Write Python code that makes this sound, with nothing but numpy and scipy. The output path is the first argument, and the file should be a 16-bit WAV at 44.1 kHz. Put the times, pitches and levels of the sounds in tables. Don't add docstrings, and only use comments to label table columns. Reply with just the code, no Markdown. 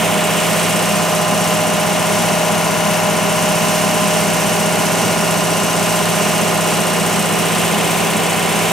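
import sys
import numpy as np
from scipy import signal
from scipy.fft import rfft, irfft, next_fast_len
from scipy.io import wavfile
from scipy.ndimage import uniform_filter1d

SR = 44100
rng = np.random.default_rng(int(sys.argv[2]) if len(sys.argv) > 2 else 0)


def gain_from_db(level_db):
    decades = np.asarray(level_db, float) / 20
    return 10 ** decades


def materialize(psi):
    bounded = np.clip(np.atleast_2d(psi).T, -1, 1)
    quanta = np.round(bounded * 32767).astype(np.int16)
    wavfile.write(sys.argv[1], SR, quanta)


N = 384904

# (time [s], engine cycle rate [Hz])
SPEED = [
    (0, 15.381),
    (2.5, 15.387),
    (6.5, 15.39),
    (8.73, 15.399),
]
CYCLE_HZ = SPEED[1][1]
SIDES = np.array([[1.], [-1.]])


def on_hz(table, hz):
    f, v = np.transpose(table)
    return np.interp(np.log(np.maximum(hz, 1)), np.log(f), v)


def on_time(table):
    s, *columns = np.transpose(table)
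    return [np.interp(np.arange(N) / SR, s, c) for c in columns]


def shape(x, gain):
    size = next_fast_len(N)
    hz = np.arange(size // 2 + 1) * SR / size
    return irfft(rfft(x, size) * gain(hz), size)[..., :N]


def walk(rate):
    k = int(SR / rate)
    held = np.repeat(rng.standard_normal(N // k + 1), k)
    smooth = uniform_filter1d(uniform_filter1d(held, k), k)[:N]
    return smooth / smooth.std()


def stereo_noise():
    # (frequency [Hz], power share unlike left and right [0-1])
    apart = [(30, 0.22), (70, 0.13), (170, .02), (300, 0.21), (700, 0.23), (2500, 0.099), (4500, 0.085),
             (8000, 0.16), (12000, 0.013), (16000, 0.0092)]
    size = next_fast_len(N)
    mid, side = rfft(rng.standard_normal((2, size)))
    share = on_hz(apart, np.linspace(0, SR / 2, len(mid)))
    return irfft(mid * np.sqrt(1 - share) + SIDES * side * np.sqrt(share), size)[:, :N]


def air(gust_db=-0.3, flicker_db=0.72):
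    # (frequency [Hz], level [dB per Hz])
    rumble_db = [(20, -88), (60, -89), (100, -56.5), (160, -56), (215, -45), (260, -51.5), (295, -53),
                 (350, -59), (470, -48.5), (550, -56), (650, -52), (1030, -62), (1110, -59.5), (1700, -69)]
    # (frequency [Hz], level [dB per Hz])
    hiss_db = [(1200, -69), (1700, -60.5), (2300, -59), (2900, -57), (3400, -63), (4400, -67),
               (6000, -60.5), (7000, -64), (8800, -62.5), (10500, -68), (13000, -71), (14200, -74),
               (15700, -78), (20000, -90)]
    per_hz = np.sqrt(SR / 2)
    rumble = shape(stereo_noise(), lambda hz: per_hz * gain_from_db(on_hz(rumble_db, hz)) / (1 + (hz / 2200) ** 6))
    hiss = shape(stereo_noise(), lambda hz: per_hz * gain_from_db(on_hz(hiss_db, hz)))
    return rumble * gain_from_db(gust_db * walk(2.88)) + hiss * gain_from_db(flicker_db * walk(9))


def valves(turns, high, scatter_db=1.0, jitter=0.0021, rattle_t60_s=0.047):
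    # (place in the cycle [0-1], level [dB], centre [Hz], width [Hz], rise at height 1 [dB])
    seatings = [(.16, -22.5, 8100, 3900, 2), (.67, -21, 8530, 4000, 0.5), (.78, -29, 7600, 5800, -2),
                (0.85, -30.5, 12000, 3900, 2), (.86, -30, 6000, 2500, 1), (.2, -29.5, 4200, 880, -0.5),
                (.17, -37, 8000, 280, 5), (.68, -33, 8130, 280, 9), (.67, -40.5, 9900, 600, 9),
                (0.7, -38, 13300, 500, 3), (0.1, -34, 13000, 3700, -2), (.51, -34, 13800, 3500, 0)]
    cycles = np.arange(1, int(turns[-1]) + 1)
    size = next_fast_len(N)
    f = np.arange(size // 2 + 1) * SR / size
    decay = np.exp(-np.log(1000) / (rattle_t60_s * SR))
    rattle, out = stereo_noise(), 0
    for place, db, hz, width, high_db in seatings:
        chance = rng.standard_normal((len(cycles), 2)).T
        at = np.minimum(np.searchsorted(turns, cycles + place + jitter * chance[0]), N - 1)
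        kicks = np.bincount(at, gain_from_db(db + high_db * high[at] + scatter_db * chance[1]), N)
        ring = signal.lfilter([1], [1, -decay], kicks)
        band = np.exp(-((f - hz) / width) ** 2 * 2) * np.sqrt(SR / 2 / width)
        out = out + rfft(ring * rattle, size) * band
    return irfft(out, size)[:, :N]


def tone(turns, db, turbulence):
    shake = 1 + turbulence * (walk(18) + 1j * walk(18))
    return gain_from_db(db) * np.sqrt(2) * np.imag(shake * np.exp(2j * np.pi * (turns + rng.random())))


def fan(turns, along_m, near, high):
    # (multiple of the blade rate, level [dB rms], turbulence [0-1])
    steady = [
        (1, -33, 0.36),
    ]
    # (direct level [dB rms], turbulence [0-1], reflected share [0-1], loudest place [m])
    standing = [
        (-33.5, 0, 0.34, 0.26),
        (-36, 0.27, 0.5, 0.19),
        (-28, 0.15, 0.8, 0.062),
        (-32.5, 0.31, 0.18, 0.089),
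        (-42, 1, 0.86, 0.086),
    ]
    # (level [dB rms], rise at nearness 1 [dB], rise at height 1 [dB])
    whines = [(-41.5, -2, 6), (-39.5, -1.5, -1.5), (-33.5, -4, 1.5), (-50, 7, 10), (-41, -1, -1)]
    whine_multiples = [70, 84, 184, 187, 192]
    blades_per_cycle = 40 / 3
    standing_multiples = [24] + [k * blades_per_cycle for k in (2, 3, 4, 5)]
    sound_m_s = 343

    out = sum(tone(round(k) * blades_per_cycle * turns, db, rough) for k, db, rough in steady)
    for k, (db, rough, share, loudest_m) in zip(standing_multiples, standing):
        wavelength_m = sound_m_s / (k * CYCLE_HZ)
        both = np.abs(1 + share * np.exp(4j * np.pi * (along_m - loudest_m) / wavelength_m))
        out = out + both * tone(k * turns, db, rough)
    for k, (db, near_db, high_db) in zip(whine_multiples, whines):
        out = out + tone(k * turns, db + near_db * near + high_db * high, 0.062)
    return out


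def one_cycle(gains):
    # (place in the cycle [0-1], from [Hz], to [Hz], phase slip [radians])
    knocks = [
        (.39, 880, 1650, 1.25),
        (.92, 2550, 4000, 1.5),
    ]
    size = 1 << 14
    hz = np.arange(1, len(gains) + 1) * CYCLE_HZ
    step = 2 * np.pi * rng.random(len(gains))
    slip = rng.standard_normal(len(gains))
    for place, lo, hi, spread in knocks:
        step = np.where((hz > lo) & (hz < hi), spread * slip - 2 * np.pi * place, step)
    return gains * np.exp(1j * np.cumsum(step)) * size / np.sqrt(2), size


def spin(lines, size, turns):
    wave = irfft(np.r_[0, lines], size)
    return np.interp(turns % 1 * size, np.arange(size + 1), np.r_[wave, wave[0]])


def engine(turns, scatter_db=3.0, sway=0.78, apart_db=-10.5, order_sway_db=-10.5):
    # (multiple of the cycle rate, level [dB rms])
    orders = [(4, -48.5), (7, -37), (8, -43), (10, -36.5), (11, -24), (13, -31.5), (16, -48), (20, -39),
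              (25, -40.5), (26, -35.5), (36, -39), (42, -33.5), (43, -39), (45, -44.5), (48, -38),
              (49, -37.5), (51, -40), (60, -38), (64, -35), (66, -36.5), (67, -35.5), (69, -42.5),
              (78, -38), (87, -43.5), (93, -36.5), (96, -39.5), (144, -41.5)]
    # (frequency [Hz], level of each [dB rms])
    clatter_db = [(15, -73), (50, -75), (77, -53), (200, -47.5), (500, -43), (750, -38), (900, -44.5),
                  (1050, -39), (1120, -45.5), (1700, -48), (2600, -47.5), (2900, -47.5), (3300, -53.5),
                  (9000, -67.5)]
    k = np.arange(1, 600)
    clatter = gain_from_db(on_hz(clatter_db, k * CYCLE_HZ) + scatter_db * rng.standard_normal(len(k)))
    strong = np.zeros(len(k))
    for order, db in orders:
        strong[round(order) - 1] = gain_from_db(db)
        clatter[round(order) - 1] = 0
    clatter[[23, 39]] = 0

    lines, size = one_cycle(clatter + strong)
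    angle = sway * walk(0.9)
    mid = spin(lines * (strong > 0), size, turns)
    mid += spin(lines * (strong == 0), size, turns) * np.cos(angle)
    mid += spin(*one_cycle(clatter), turns) * np.sin(angle)
    mid += gain_from_db(order_sway_db) * walk(1.286) * spin(*one_cycle(strong * (k > 20)), turns)
    side = spin(*one_cycle(clatter + strong * (k > 15)), turns)
    return mid + SIDES * gain_from_db(apart_db) * side


def scene():
    # (time [s], walked along the canopy [m], nearness to the panel [-1..1],
    #  height along the panel [-1..1], turn to the left [dB])
    drift = [(0, 0.001, 0.93, -0.24, -.5), (.7, 0.0018, 0.32, 0.54, 0), (1.2, 0.032, -.2, -0.56, 0),
             (1.9, 0.068, -0.066, -0.41, .2), (2.8, 0.079, -0.18, -1.1, 2.5), (3.6, 0.06, -0.28, -0.51, 0),
             (4.5, 0.12, -.2, -0.3, 0), (5.5, 0.13, -0.51, -0.094, 0), (6.3, 0.12, 0.03, -0.0064, 0),
             (7, 0.16, -0.05, 0.22, 0), (7.7, 0.18, 0.71, 0.45, 0), (8.73, 0.16, 0.61, 0.027, -.4)]
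    # (frequency [Hz], colour at nearness 1 [dB])
    near_colour = [(200, -0.5), (300, 0), (450, 1), (800, 1.7), (1500, 0.5), (2400, 3), (2850, 0.5),
                   (3200, 4), (4200, -.4), (5900, -2.5), (7000, -0.5), (12500, 0), (13500, 0), (15000, 2.5)]
    # (frequency [Hz], colour at height 1 [dB])
    high_colour = [(220, 1), (340, 1), (420, 3), (580, 0.5), (900, -1.1), (1400, 0.5), (5000, 1.5),
                   (7400, 1), (8050, 3.5), (8700, 1), (13000, 1.5), (13500, 4), (14200, 0.5)]
    # (frequency [Hz], phase by which left leads [radians])
    lead = [(50, 0.97), (170, .8), (430, 0.78), (780, 0.42), (1030, 0.76), (1460, 0), (2760, 0.17),
            (6600, 0.44), (8300, 0.22), (16000, 0)]
    # (frequency [Hz], left minus right [dB])
    balance_db = [(60, 1), (170, 0.5), (320, 1), (420, -2), (580, 0.5), (700, -3.5), (1000, -0.7),
                  (1800, -1.4), (2400, -0.5), (5800, 0.5), (7600, -0.5), (11000, 0)]

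    turns = -.007 + 1 + np.cumsum(on_time(SPEED)[0]) / SR
    along_m, near, high, turn_db = on_time(drift)
    machine = engine(turns) + air() + valves(turns, high)
    heard = machine
    for place, colour in ((near, near_colour), (high, high_colour)):
        heard = heard + place * shape(machine, lambda hz: on_hz(colour, hz) * np.log(10) / 20)
    screen_near_db, screen_high_db = -0.5, -0.68
    heard = heard * gain_from_db(screen_near_db * near + screen_high_db * high) + fan(turns, along_m, near, high)
    middle = shape(heard, lambda hz: hz / (hz + 250) / (1 + (hz / 8000) ** 4))
    heard = heard + (gain_from_db(SIDES * turn_db / 2) - 1) * middle
    return shape(heard, lambda hz: np.exp(.5j * SIDES * on_hz(lead, hz)) * gain_from_db(SIDES * on_hz(balance_db, hz) / 2))


def top_cut(x):
    return signal.sosfilt(signal.butter(12, 15820, fs=SR, output="sos"), x)


def record(dry):
    rounded = np.tanh(0.79 * dry) / 0.82
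    cut = shape(rounded, lambda hz: hz < 15750)
    return top_cut(cut)


dry = scene()
out = record(dry)
materialize(out)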